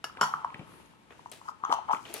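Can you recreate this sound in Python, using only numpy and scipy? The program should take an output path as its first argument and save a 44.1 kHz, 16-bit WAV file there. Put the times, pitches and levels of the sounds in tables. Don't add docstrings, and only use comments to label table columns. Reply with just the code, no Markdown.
import sys
import numpy as np
from scipy import signal
from scipy.fft import rfft, irfft
from scipy.io import wavfile
from scipy.ndimage import map_coordinates

SR = 44100
rng = np.random.default_rng(int(sys.argv[2]) if len(sys.argv) > 2 else 0)


def gain_from_decibels(decibels):
    exponent = np.asarray(decibels, float) / 20
    return 10 ** exponent


def int16_out(signal):
    q = np.round(np.clip(np.atleast_2d(signal).T, -1, 1) * 32767)
    wavfile.write(sys.argv[1], SR, q.astype(np.int16))


N = 97020
RIM_HZ = 3060
DROP_LAG_S, CATCH_LAG_S = 0.00012, 0.00024
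DROP_PAN_DB, CATCH_PAN_DB = -1.5, 4


def unit(x):
    return x / np.sqrt(np.mean(x ** 2))


def band(x, hz, width_hz):
    return signal.lfilter(*signal.iirpeak(min(hz, .45 * SR), hz / width_hz, fs=SR), x)


def low(x, hz):
    return signal.sosfilt(signal.butter(2, hz, fs=SR, output="sos"), x)


def high(x, hz):
    return signal.sosfilt(signal.butter(2, hz, "high", fs=SR, output="sos"), x)


def noise(*shape):
    return rng.standard_normal(shape)


def seconds(count):
    return np.arange(count) / SR


def curve(points):
    return gain_from_decibels(np.interp(seconds(N), *np.array(points).T))


def ports(x, pan_db, lag_s):
    late = map_coordinates(x, [np.arange(len(x)) - lag_s * SR], order=3)
    return np.array([x * gain_from_decibels(pan_db / 2), late * gain_from_decibels(-pan_db / 2)])


def add(out, s, sound):
    i = int(s * SR)
    out[..., i:i + sound.shape[-1]] += sound[..., :N - i]


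def blip(hz, die_s):
    t = seconds(SR // 20)
    return np.e * t / die_s * np.exp(-t / die_s) * np.sin(2 * np.pi * hz * t)


def knocks(contacts, die_s, lag_s, pan_db):
    out = np.zeros(N)
    for s, peak_db, hz in contacts:
        add(out, s, gain_from_decibels(peak_db + 3.5) * (blip(hz, die_s) + 0.058 * blip(0.74 * hz, 3.8 * die_s)))
    return ports(high(high(out, 647), 647), pan_db, lag_s)


def lid_drop():
    # t/s, peak level/dB, hollow pitch f/Hz
    drops = [(0.041, -27, 1323), (0.0415, -30.5, 720), (0.097, -39, 1270), (0.15, -48, 1250),
             (0.17, -41.5, 1550), (0.183, -43, 890), (0.187, -41, 1000), (0.192, -37, 1220),
             (0.212, -13.5, 1360), (0.2135, -19.5, 860), (0.216, -19.5, 1025), (0.217, -20.5, 1250),
             (0.2195, -27.5, 980), (0.23, -15, 1367), (0.237, -21.5, 1040), (0.24, -27, 1390),
             (0.242, -24, 920), (0.25, -37, 930), (0.338, -16.5, 1213), (0.388, -59, 1240),
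             (0.417, -39, 1170), (0.446, -17, 987), (0.502, -41, 1050), (0.672, -49, 1180),
             (0.69, -50, 1210), (0.72, -50, 1060), (0.738, -49.5, 1260), (0.8, -49, 900),
             (0.935, -51, 1000)]
    return knocks(drops, 0.0011, DROP_LAG_S, DROP_PAN_DB)


def thread_catches():
    # t/s, peak level/dB, hollow pitch f/Hz
    catches = [(1.193, -42, 950), (1.259, -32.5, 943), (1.414, -40.5, 1020), (1.471, -70, 900),
               (1.481, -34, 1150), (1.486, -27.5, 1225), (1.492, -29.5, 986), (1.497, -46, 1040),
               (1.505, -63, 1090), (1.529, -62, 958), (1.637, -20.5, 1086), (1.65, -21, 1180),
               (1.701, -23.5, 1070), (1.705, -23.5, 850), (1.714, -21, 1180), (1.718, -23, 1084),
               (1.725, -11.5, 934), (1.737, -20, 1030), (1.744, -20.5, 920), (1.765, -49, 880),
               (1.772, -28, 990), (1.787, -25, 830), (1.794, -31.5, 854), (1.883, -36, 900),
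               (1.888, -25.5, 1070), (1.895, -18.5, 884), (1.904, -18, 870), (1.91, -15.5, 890),
               (1.917, -20, 903), (1.921, -24.5, 885), (1.931, -17.5, 1007), (1.935, -19, 1253),
               (1.964, -46, 1160)]
    return knocks(catches, 0.0012, CATCH_LAG_S, CATCH_PAN_DB)


def strike_tin(blows, modes, crack_db, wash_db, wash_t60_s=0.41):
    shimmer_db, shimmer_width_hz = 11, 300
    out, t = np.zeros((2, N)), seconds(SR // 3)
    hz, db, t60_s = np.array(modes).T[:, :, None]
    for (s, peak_db, ring), chance in zip(blows, noise(len(blows), 4, len(modes), 1)):
        weight, *phases, detune = chance
        fade = gain_from_decibels(db + 1.5 * weight - 60 * t / np.clip(t60_s * ring, .01, .3))
        for ear, phase in enumerate(phases):
            pair = np.sin(2 * np.pi * hz * t + phase)
            pair = pair + 0.32 * np.sin(2 * np.pi * hz * (1 + 0.0058 * detune) * t)
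            blur = [band(v, f, shimmer_width_hz) for v, f in zip(noise(*pair.shape), hz[:, 0])]
            rung = np.sum(fade * (pair + gain_from_decibels(shimmer_db) * np.array(blur)), axis=0)
            add(out[ear], s, gain_from_decibels(peak_db - 8.5) * rung * np.minimum(t / 0.00053, 1))
        crack = gain_from_decibels(crack_db - 60 * t / 0.0069) + gain_from_decibels(wash_db - 60 * t / (wash_t60_s * ring))
        add(out, s, gain_from_decibels(peak_db) * crack * band(noise(2, len(t)), 5000, 10000))
    return out


def clinks():
    # t/s, peak level/dB, ring share [0-1]
    blows = [
        (0.2111, -20, 0.98),
        (0.2297, -39, 0.6),
        (0.2356, -27.5, 0.87),
        (0.4475, -39.5, 0.08),
    ]
    # f/Hz, level/dB, t60/s
    modes = [(1876, -13, 0.23), (2220, -11, 0.12), (2963, -4.5, 0.13), (3087, -9.5, 0.41),
             (3295, -13, 0.13), (4530, -12.5, 0.2), (5440, -1.5, 0.1), (5884, -16, 0.26),
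             (6620, -12.5, 0.18), (7370, -5, 0.11), (9080, -20.5, 0.26), (10800, -8, 0.078),
             (11300, -17, 0.26), (13780, -19, 0.062)]
    return strike_tin(blows, modes, crack_db=-13, wash_db=-20.5)


def first_touch():
    # t/s, peak level/dB, ring share [0-1]
    blows = [
        (0.0414, -28, 0.48),
    ]
    # f/Hz, level/dB, t60/s
    modes = [(865, -17, 0.24), (1693, -0.5, 0.26), (2150, 0, 0.064), (2870, 2, 0.1), (4650, 0.5, 0.079),
             (5360, 2.5, .1), (5860, -14, 0.19), (5992, -11, 0.19), (7170, -8.5, 0.2), (11000, 0.5, 0.083),
             (11090, -17.5, 0.16), (14000, -9, 0.1)]
    return strike_tin(blows, modes, crack_db=-17, wash_db=-18.5)


def dome():
    # t/s, peak level/dB
    blows = [
        (0.0423, -55.5),
        (0.2115, -33),
        (0.2289, -38),
        (0.339, -45),
        (0.444, -49.5),
    ]
    # f/Hz, level/dB, t60/s
    modes = [(150.3, -11.5, 0.32), (212.4, -10, 0.24), (917, -5, 0.27), (996, 2, 0.31), (1090, -1, .26),
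             (1335, -3.5, 0.47), (1510, -2, 0.16), (1624, -19, .25)]
    out, t = np.zeros(N), seconds(SR // 2)
    hz, db, t60_s = np.array(modes).T[:, :, None]
    for (s, peak_db), (weight, phase) in zip(blows, noise(len(blows), 2, len(modes), 1)):
        fade = gain_from_decibels(peak_db + db + 2.0 * weight - 60 * t / t60_s)
        hum = np.sum(fade * np.sin(2 * np.pi * hz * t + phase), axis=0)
        add(out, s, hum * np.minimum(t / 0.0036, 1))
    return ports(out, DROP_PAN_DB, DROP_LAG_S)


def grind():
    # t/s, level/dB
    effort = [(0, -69), (.05, -81), (.2, -50), (.215, -30), (.33, -43), (.5, -51.5), (.75, -64),
              (1.05, -67.5), (1.4, -65.5), (1.48, -45.5), (1.56, -70), (1.66, -41.5), (1.72, -38),
              (1.8, -47), (1.87, -54), (1.91, -34), (1.97, -46.5), (2.06, -102)]
    # f/Hz, width/Hz, level/dB
    hollow_modes = [(902, 54, 15.5), (1031, 145, 11.5), (1270, 35, 12.5)]
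    slips_per_s, spread_db, grit_db = 1100, 4, -23
    slips = (rng.random(N) < slips_per_s / SR) * gain_from_decibels(spread_db * noise(N)) * np.sign(noise(N))
    hollow = sum(gain_from_decibels(db) * band(band(slips, hz, width_hz), hz, 530) for hz, width_hz, db in hollow_modes)
    hollow = high(hollow, 690)
    grit = band(band(slips, RIM_HZ, 55), RIM_HZ, 320)
    return ports(curve(effort) * (unit(hollow) + gain_from_decibels(grit_db) * unit(grit)), 2.2, CATCH_LAG_S)


def ticks():
    # t/s, peak level/dB, f/Hz
    scrapes = [(.171, -46.5, 2250), (.503, -50.5, 2300), (0.543, -39, 2000), (.582, -67, 9500),
               (.593, -47, 2390), (.858, -64, 6760), (1.272, -64, 6300), (1.297, -58, 6900),
               (1.486, -50, 5170), (1.635, -66, 5900), (1.649, -44.5, 6200), (1.648, -48, 3300),
               (1.695, -48, 2220), (1.717, -50, 5600), (1.724, -31.5, 3080), (1.7236, -37, 4380),
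               (1.723, -38, 6000), (1.738, -41, 6200), (1.911, -46, 2480), (1.915, -52, 6030),
               (1.925, -45, 5670), (1.932, -40, 2320), (1.941, -48.5, 6800), (1.947, -39, 2270),
               (1.969, -46, 2400), (2.052, -46, 2880), (2.136, -51, 9100)]
    # t/s, peak level/dB, t60/s
    rim_rings = [
        (.545, -59, .5),
        (.595, -62, .4),
        (1.655, -57, .15),
        (1.737, -47, .3),
        (1.91, -56, .15),
    ]
    out, t = np.zeros(N), seconds(SR // 6)
    for s, peak_db, hz in scrapes:
        grit = noise(len(t)) * gain_from_decibels(-60 * t / .012) * np.minimum(t / 0.00068, 1)
        tick = band(band(grit, hz, 930), hz, 1400)
        tick = tick + .5 * band(band(grit, RIM_HZ, 30), RIM_HZ, 800)
        tick = tick + hz / 60000 * band(grit, 7600, 4000)
        add(out, s, gain_from_decibels(peak_db + 9.5) * tick / np.abs(tick).max())
    for s, peak_db, t60_s in rim_rings:
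        pair = np.sin(2 * np.pi * RIM_HZ * t) + 0.78 * np.sin(2 * np.pi * 0.89 * RIM_HZ * t)
        add(out, s, gain_from_decibels(peak_db - 60 * t / t60_s) * pair * np.minimum(t / 0.0026, 1) * (1 - t / t[-1]))
    return ports(out, -0.63, .0001)


def snaps():
    # t/s, peak level/dB, centre f/Hz, rustle level/dB, rustle t60/s
    table = [
        (1.104, -55, 2150, -22, 0.24),
        (1.106, -43.5, 680, -6, 0.23),
        (1.184, -56, 11000, -18, .1),
        (1.3156, -30, 8800, -16, 0.28),
        (2.053, -42.5, 2460, -4, 1.4),
        (2.14, -16.5, 11000, -22.5, 0.31),
    ]
    die_s, edge_db, edge_s = 0.0066, -4.5, .004
    out, t = np.zeros((2, N)), seconds(SR // 2)
    for s, peak_db, hz, rustle_db, t60_s in table:
        crack = band(band(noise(len(t)) * gain_from_decibels(-60 * t / die_s), hz, 0.45 * hz), hz, 0.45 * hz)
        edge = high(high(noise(len(t)), 8500), 9000) * gain_from_decibels(edge_db - 60 * t / edge_s)
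        crack = crack / np.abs(crack).max() + hz / 11000 * edge
        hiss = noise(3, len(t))
        hiss = hiss[:2] + hiss[2]
        hiss = hiss * gain_from_decibels(2.34 * unit(low(noise(len(t)), 110)))
        top_hz = 3000 + 0.45 * hz
        rustle = 0.87 * band(band(hiss, hz, .5 * hz), hz, hz)
        rustle = rustle + 1.15 * low(low(band(hiss, 3040, 5100), top_hz), top_hz)
        rustle = rustle + 1.93 * band(hiss, 580, 390)
        rustle = rustle + hz / 16000 * high(high(hiss, 11500), 11500)
        rustle = rustle * gain_from_decibels(rustle_db - 60 * t / t60_s) * np.minimum(t / 0.001, 1)
        crack = ports(crack / np.abs(crack).max(), 6.4, 0.00015)
        add(out, s, gain_from_decibels(peak_db + 1.5) * (crack + rustle))
    return out


def thumps():
    # t/s, peak level/dB, f/Hz
    blows = [(0.041, -40, 320), (0.171, -41.5, 410), (0.212, -23, 540), (0.23, -40, 530),
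             (0.543, -36.5, 129), (0.593, -34, 142), (0.608, -38.5, 159), (1.631, -45.5, 157),
             (1.694, -33, 320), (1.723, -37, 290), (1.937, -34.5, 227), (2.091, -45, 290),
             (2.142, -43.5, 430), (2.162, -38.5, 386)]
    die_cycles, rough_db, rough_t60_s = 0.36, -8, 0.15
    out, t = np.zeros(N), seconds(SR // 20)
    for s, peak_db, hz in blows:
        rough = unit(low(band(noise(len(t)), 1.56 * hz, 1.8 * hz), 1500))
        rough = rough * gain_from_decibels(rough_db - 60 * t / rough_t60_s)
        add(out, s, gain_from_decibels(peak_db) * (blip(hz, die_cycles / hz) + rough))
    return ports(high(out, 89), 2.4, 0.000055)


def slide():
    # t/s, level/dB
    rub = [(1.05, -105), (1.12, -70), (1.2, -73), (1.42, -69), (1.5, -56), (1.53, -85), (1.69, -69),
           (1.73, -44), (1.82, -102), (1.89, -89), (1.93, -48), (1.98, -62), (2.2, -51)]
    hiss = noise(2, N) * gain_from_decibels(2.1 * unit(low(noise(N), 250)))
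    body = band(band(hiss, 6300, 11600), 6300, 4400)
    return curve(rub) * unit(body + 0.42 * band(hiss, 10200, 1700) + .5 * band(hiss, 2200, 1300))


def palm():
    # t/s, level/dB, squeak f/Hz
    drag = [(2.051, -80, 608), (2.075, -54, 477.5), (2.1, -51, 299.4), (2.136, -51.5, 398.3),
            (2.145, -41.5, 444), (2.169, -55, 478), (2.2, -48, 390)]
    s, db, hz = np.array(drag).T
    t = seconds(N)
    pitch_hz = np.interp(t, s, hz) * (1 + 0.055 * unit(low(noise(N), 90)))
    phase = 2 * np.pi * np.cumsum(pitch_hz) / SR
    tone = sum(gain_from_decibels(-7. * k) * np.sin((k + 1) * phase) for k in range(6))
    level_db = np.interp(t, s, db, left=-120) + 3.2 * unit(low(noise(N), 106))
    return ports(gain_from_decibels(level_db) * tone, 1.9, 0.00033)


def sleeve():
    # t/s, level/dB
    brush = [(.58, -95), (.68, -65.5), (.76, -62), (.84, -68), (.97, -79)]
    centre_hz, width_hz = 10500, 2800
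    hiss = band(band(noise(2, N), centre_hz, width_hz), centre_hz, width_hz)
    return curve([(0, -120), *brush, (N / SR, -120)]) * unit(hiss)


def room(x):
    level_db, t60_s, treble_t60_s, split_hz = -10.5, 0.34, 0.26, 8200
    t = seconds(SR // 2)
    echo = noise(2, len(t)) * np.clip((t - .003) / 0.001, 0, 1)
    bass = low(echo, split_hz)
    tail = bass * gain_from_decibels(-60 * t / t60_s) + (echo - bass) * gain_from_decibels(-60 * t / treble_t60_s)
    tail = tail / np.sqrt(np.sum(tail ** 2) / 2)
    return gain_from_decibels(level_db) * signal.fftconvolve(x, tail, axes=1)[:, :N]


def kitchen():
    # f/Hz, level/dB per Hz
    spectrum = [(40, -6.5), (130, -5.5), (300, -7), (900, -18.5), (2800, -20.5), (5200, -31), (10500, -34),
                (15000, -45.5)]
    # t/s, level/dB
    bustle = [(0, -2.5), (.15, 2.5), (.6, 5), (.8, 5), (1.04, -1.5), (1.13, 2.5), (1.6, 0), (2.0, 5.5),
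              (2.2, 2)]
    level_db, wander_db, wander_hz = -59, 1.2, 12
    hz = np.maximum(np.arange(N // 2 + 1) * SR / N, 1)
    point_hz, point_db = np.array(spectrum).T
    shape = gain_from_decibels(np.interp(np.log(hz), np.log(point_hz), point_db))
    mid, side = rfft(noise(2, N))
    side = side * np.clip(.5 + hz / 3000 + 30 / hz, 0, 1)
    tone = unit(irfft(shape * np.array([mid + side, mid - side]), N))
    return gain_from_decibels(level_db + wander_db * unit(low(noise(N), wander_hz))) * curve(bustle) * tone


def scene():
    near = lid_drop() + thread_catches() + clinks() + first_touch() + dome() + grind()
    near = near + ticks() + snaps() + thumps() + slide() + palm() + sleeve()
    return near + room(near) + kitchen()


def band_limit(x):
    return signal.sosfilt(signal.butter(12, 16700, fs=SR, output="sos"), x)


def record(dry):
    left, right = dry
    soft = low(right, 9300)
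    right = gain_from_decibels(-2.5) * (soft + gain_from_decibels(-12) * (right - soft))
    mix = signal.sosfilt(signal.butter(8, 16500, fs=SR, output="sos"), np.array([left, right]))
    mix = low(high(mix, 77), 12640)
    return band_limit(mix)


dry = scene()
out = record(dry)
int16_out(out)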